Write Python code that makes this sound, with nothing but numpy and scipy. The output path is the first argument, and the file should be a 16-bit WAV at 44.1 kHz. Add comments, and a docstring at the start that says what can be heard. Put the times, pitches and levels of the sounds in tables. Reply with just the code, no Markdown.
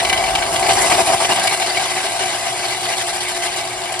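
"""Slicing vegetables with a stand mixer

A mixer turns a slicer drum in a kitchen while vegetables are pushed down its chute. The loose drum
knocks at first; then the blades bite up to about 13 times a second, each cut a thud in the plastic
housing, a crunch and a wet rasp. Crisp pieces snap off. Gears grind and the motor hums underneath."""
import sys
import numpy as np
from scipy import signal
from scipy.fft import rfft, irfft, next_fast_len
from scipy.io import wavfile
from scipy.ndimage import uniform_filter1d, map_coordinates

SR = 44100
rng = np.random.default_rng(int(sys.argv[2]) if len(sys.argv) > 2 else 0)


def inscribe(sig):
    """Save sig as 16-bit PCM at rate SR to the path in sys.argv[1].

    A 1-D sig is mono; a 2-D sig holds one channel per row.
    Samples are clipped to [-1, 1] before scaling.
    """
    pcm = np.round(np.clip(np.atleast_2d(sig).T, -1, 1) * 32767)
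    wavfile.write(sys.argv[1], SR, pcm.astype(np.int16))


N = 4 * SR

# blade cuts: t/s, length/s, crunch level/dB
CUTS = [(0.625, 0.05, -24), (0.69, 0.035, -18), (0.765, 0.045, -19.5), (0.825, 0.06, -21),
        (0.895, 0.06, -19), (0.975, 0.048, -19.5), (1.067, 0.048, -21.5), (1.118, 0.031, -19.5),
        (1.2, 0.062, -21), (1.29, 0.046, -19), (1.357, 0.052, -22), (1.425, 0.04, -22),
        (1.508, 0.042, -20.5), (1.595, 0.037, -22), (1.66, 0.05, -24), (1.745, 0.04, -21.5),
        (1.795, 0.07, -22), (1.885, 0.04, -25), (1.955, 0.04, -25), (2.025, 0.045, -24), (2.19, 0.05, -22),
        (2.29, 0.07, -25), (2.44, 0.055, -25.5), (2.63, 0.035, -24), (2.68, 0.055, -26),
        (2.835, 0.035, -26), (2.885, 0.058, -24), (2.975, 0.055, -23.5), (3.065, 0.043, -26),
        (3.13, 0.045, -26.5), (3.205, 0.04, -25.5), (3.28, 0.04, -26), (3.345, 0.035, -26.5),
        (3.42, 0.055, -24), (3.515, 0.03, -27.5), (3.56, 0.055, -25)]
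# cuts turn from dull chops to wet shredding: t/s, thud over crunch/dB, rasp over crunch/dB
CUT_MIX = [(.7, 1.5, -18), (1.1, 6.5, -4), (1.7, -2, -11), (2.3, -3, -14.5), (3.2, -5, -2), (3.6, -3.5, -4)]
# crisp pieces snap off with a wet spit: t/s, level/dB
SNAPS = [(0.732, -18.5), (0.81, -18.5), (0.818, -18), (1.433, -22.5), (1.471, -18.5), (2.22, -25),
         (3.922, -23.5), (3.991, -19)]
# short knocks, most from the loose drum against the housing; those at 1.245 s and 1.77 s are brief scrapes:
# t/s, level/dB
KNOCKS = [(0, -18), (0.048, -16.5), (0.096, -14.5), (0.127, -14.5), (0.174, -19), (0.238, -21),
          (0.265, -22), (0.352, -14.5), (0.381, -22.5), (0.422, -18.5), (0.559, -16.5), (0.664, -20),
          (0.69, -17), (0.92, -15.5), (1.245, -19), (1.472, -15), (1.619, -20.5), (1.77, -19)]
# what a knock is made of: thud gain/dB, crunch gain/dB, rasp gain/dB
KNOCK_MIX = [-3, -1, -10]
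# grinding between the cuts: t/s, thud level/dB, crunch level/dB, rasp level/dB
GRIND = [(0, -21.5, -25, -29.5), (.45, -21.5, -26, -29), (.85, -19.5, -23, -22), (1.25, -25.5, -24.5, -28),
         (2.3, -26, -25.5, -28.5), (3.3, -28.5, -27.5, -32), (4, -27.5, -28.5, -33.5)]
# pitches at which the housing and drum ring: f/Hz, width/Hz, boost/dB
RESONANCES = [(376.5, 64, 12.5), (677, 70.5, 13.5), (760.2, 30, 11), (1163, 190, 5.5), (1572, 107, 9.5),
              (2029, 42, 9.5), (2273, 80, 5.5), (2995, 450, 4)]
# tone of the dull thud: f/Hz, level/dB
THUD_TONE = [(30, -78), (100, -9), (200, -9.5), (450, -8.5), (850, 4), (1300, -8), (4000, -53)]
# tone of the cracking fibres: f/Hz, level/dB
CRUNCH_TONE = [(300, -32.5), (1400, -5.5), (1900, 2.5), (2750, 2), (3600, 0.5), (4400, 1.5), (6700, -6),
               (10000, -24)]
# tone of the wet tearing, with the treble cut off sharply above 12 kHz: f/Hz, level/dB
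RASP_TONE = [(3000, -23), (5100, -4.5), (6600, -4), (7300, 0), (10000, -1.5), (11700, -1.5), (12200, -49),
             (15500, -44)]
# tone of the hollow drum when knocked: f/Hz, level/dB
DRUM_TONE = [(1500, -36), (2300, 7), (2600, -3.5), (3000, 5.5), (4500, -41)]
# motor hum, gear tones and brush whine: f/Hz, level/dB, pitch wander as a share of f
MOTOR_TONES = [(119, -49, .012), (361, -38.8, .012), (689, -35.5, .005), (7139, -49, .0012)]
# tone of the shaking stand: f/Hz, level/dB
RUMBLE_TONE = [(25, -31), (45, 1.5), (100, -4), (400, -27.5)]
# the stand's rumble dies down: t/s, level/dB
RUMBLE_LEVEL = [(.9, -36.5), (1.4, -48.5)]
# how alike left and right sound: f/Hz, likeness from 0 to 1
LIKENESS = [(130, .96), (700, .86), (1400, .42), (2100, .78), (3100, .7), (3700, .22), (8700, .9)]
# how much louder the left side is: f/Hz, level/dB
LEFT_BOOST = [(250, 0), (700, 3), (2400, .6), (4400, 3.5), (7500, -.2)]
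# how far the left wave runs ahead of the right: f/Hz, phase/rad
LEFT_LEAD = [(150, 0), (1200, .8), (1900, -.4), (3300, 2.4), (4800, 0), (8400, -6.2), (9800, -6.4),
             (12000, -9.4)]


def slicer():
    """Coarse blows, cracking fibres and wet tearing ring the housing; knocks also ring the hollow drum."""
    knocks = bursts(KNOCKS)
    thud, crunch, rasp = forces(knocks)
    blows = fractures(per_second=1800, scatter_db=1, noise_db=-9.5)
    fibres = patchy(fractures(per_second=1400, scatter_db=-3, noise_db=7.5), depth_db=3)
    tearing = patchy(fractures(per_second=1200, scatter_db=2.5, noise_db=9.5), depth_db=2.5)
    flicker = amp(wobble(per_second=70))
    drum_hits = amp(-1) * knocks * unit(rng.standard_normal((2, N)))
    return (housing(thud * blows, THUD_TONE)
            + housing(crunch * fibres, CRUNCH_TONE)
            + housing(rasp * flicker * tearing, RASP_TONE)
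            + housing(drum_hits, DRUM_TONE))


def forces(knocks):
    """Cuts, snaps, knocks and grinding add their power to three strengths: thud, crunch and rasp."""
    snapping = np.outer([0, amp(-4), 1], bursts(SNAPS))  # no thud, some crack, mostly wet spit
    knocking = np.outer(amp(KNOCK_MIX), knocks)
    grinding = amp(curves(GRIND)) * chatter()
    return np.sqrt(blade_cuts() ** 2 + snapping ** 2 + knocking ** 2 + grinding ** 2)


def blade_cuts():
    """A blade bites, pushes through and lets go: the strength of its thud, crunch and rasp."""
    crunch = sum(amp(db) * envelope(start, length, rise_s=.0013, fade_s=.00051)
                 for start, length, db in CUTS)
    thud_gain, rasp_gain = amp(curves(CUT_MIX))
    return np.array([crunch * thud_gain, crunch, crunch * rasp_gain])


def bursts(events):
    """Each knock or snap is one short, sharp push."""
    return sum(amp(db) * envelope(start, hold_s=.007, rise_s=.0003, fade_s=.004) for start, db in events)


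def fractures(per_second, scatter_db, noise_db):
    """Tiny breaks click at random moments and in random sizes, mixed with noise."""
    breaks = rng.random(N) < per_second / SR
    sizes = amp(scatter_db * np.clip(rng.standard_normal(N), -2, 2))
    clicks = unit(breaks * sizes * np.sign(rng.standard_normal((2, N))))
    return unit(clicks + amp(noise_db) * rng.standard_normal((2, N)))


def patchy(x, depth_db):
    """Each break favours its own pitches: brief loud and soft patches a few hundred hertz wide."""
    spectra = signal.stft(x, nperseg=512)[2]
    patches = uniform_filter1d(rng.standard_normal(spectra.shape[1:]), size=3, axis=0)  # blur in pitch
    patches = uniform_filter1d(patches, size=4, axis=1)  # blur in time
    return unit(signal.istft(spectra * amp(depth_db * unit(patches)), nperseg=512)[1][:, :N])


def chatter(typical_gap_s=1 / 36, strength=.45, fade_s=.005):
    """The gears rattle: the level jumps at each touch and sinks back."""
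    gaps, sizes = rng.standard_normal((256, 2)).T
    times = np.cumsum(np.exp(gaps / 2)) * typical_gap_s
    touches = np.bincount((times * SR).astype(int), np.exp(np.minimum(sizes, 1) / 2), N)[:N]
    return 1 + strength * signal.lfilter([1], [1, -np.exp(-1 / (fade_s * SR))], touches)


def housing(x, tone, size=16384):
    """The plastic housing rings after each push, with the given tone plus its own resonances."""
    hz = np.fft.rfftfreq(size, 1 / SR)
    peaks_db = sum(boost / (1 + (2 * (hz - f) / width) ** 2) for f, width, boost in RESONANCES)
    cepstrum = irfft(np.log(amp(along(tone, hz) + peaks_db)))
    # fold it in half so the ring comes after the push, never before
    cepstrum[1:size // 2] *= 2
    cepstrum[size // 2 + 1:] = 0
    ring = irfft(np.exp(rfft(cepstrum)))
    return signal.fftconvolve(x, ring[None] / np.linalg.norm(ring), axes=1)[:, :N]


def motor():
    """Motor, gears and brushes give tones that waver in pitch and loudness."""
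    tones = np.zeros(N)
    for hz, db, wander in MOTOR_TONES:
        level = amp(db + 2.6 * wobble(per_second=26.93))
        pitch = hz * (1 + wander * wobble(per_second=25.04))
        tones += level * np.sqrt(2) * np.sin(2 * np.pi * np.cumsum(pitch) / SR)
    return np.outer([1, 0], tones)  # all in the mid row, none in the side row


def stand_rumble():
    """The shaking stand makes a low noise."""
    rumble = filtered(rng.standard_normal((2, N)), lambda hz: amp(along(RUMBLE_TONE, hz)))
    return amp(curves(RUMBLE_LEVEL)) * unit(rumble)


def kitchen_echo(x, fade_60_db_s=.25):
    """The walls throw back a short wash of echoes."""
    t = np.arange(SR // 2) / SR
    tail = rng.standard_normal((2, len(t))) * amp(-60 * t / fade_60_db_s) * (t > .004)
    return signal.fftconvolve(x, tail / np.linalg.norm(tail[0]), axes=1)[:, :N]


def stereo(mid_side):
    """Turn mid (shared) and side (opposed) into left and right: narrow bass, wider highs, leaning left."""
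    def spread(hz):
        angle = np.arccos(np.clip(along(LIKENESS, hz), 0, 1)) / 2
        return np.array([np.cos(angle), np.sin(angle)])

    def lean(hz):
        halves = np.array([[.5], [-.5]])
        return amp(halves * along(LEFT_BOOST, hz)) * np.exp(1j * halves * along(LEFT_LEAD, hz))

    mid, side = filtered(mid_side, spread)
    return filtered(np.array([mid + side, mid - side]), lean)


def amp(db):
    """Turn decibels into a plain gain."""
    return 10 ** (np.asarray(db) / 20)


def unit(x):
    """Scale to an average power of 1."""
    return x / np.sqrt(np.mean(x ** 2) + 1e-20)


def along(points, hz):
    """Read between (frequency, value) points on a log frequency scale."""
    f, values = np.transpose(points)
    return np.interp(np.log(hz + 1), np.log(f + 1), values)


def curves(rows):
    """One value per sample for each column after the time."""
    times, *columns = np.transpose(rows)
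    return np.array([np.interp(np.arange(N) / SR, times, column) for column in columns])


def wobble(per_second):
    """A smooth curve through evenly spaced random values."""
    return map_coordinates(rng.standard_normal(4096), [np.arange(N) * per_second / SR], mode="wrap")


def envelope(start_s, hold_s, rise_s, fade_s):
    """Rise, hold, die away."""
    t = np.maximum(np.arange(N) / SR - start_s, 0)
    return (1 - np.exp(-t / rise_s)) * np.exp(-np.maximum(t - hold_s, 0) / fade_s)


def filtered(x, response):
    """Multiply each frequency in x by response(hz)."""
    size = next_fast_len(N + SR // 2)
    return irfft(rfft(x, size) * response(np.fft.rfftfreq(size, 1 / SR)), size)[..., :N]


def scene():
    """The slicer and its echo, over the motor and the rumbling stand."""
    slicing = slicer()
    return stereo(slicing + amp(-14) * kitchen_echo(slicing) + motor() + stand_rumble())


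def record(dry, top_hz=15900):
    """Round off the tallest peaks and cut the very highest treble."""
    rounded = dry / (2 + dry ** 10) ** (1 / 10)
    return filtered(rounded, lambda hz: hz < top_hz)


dry = scene()
out = record(dry)
inscribe(out)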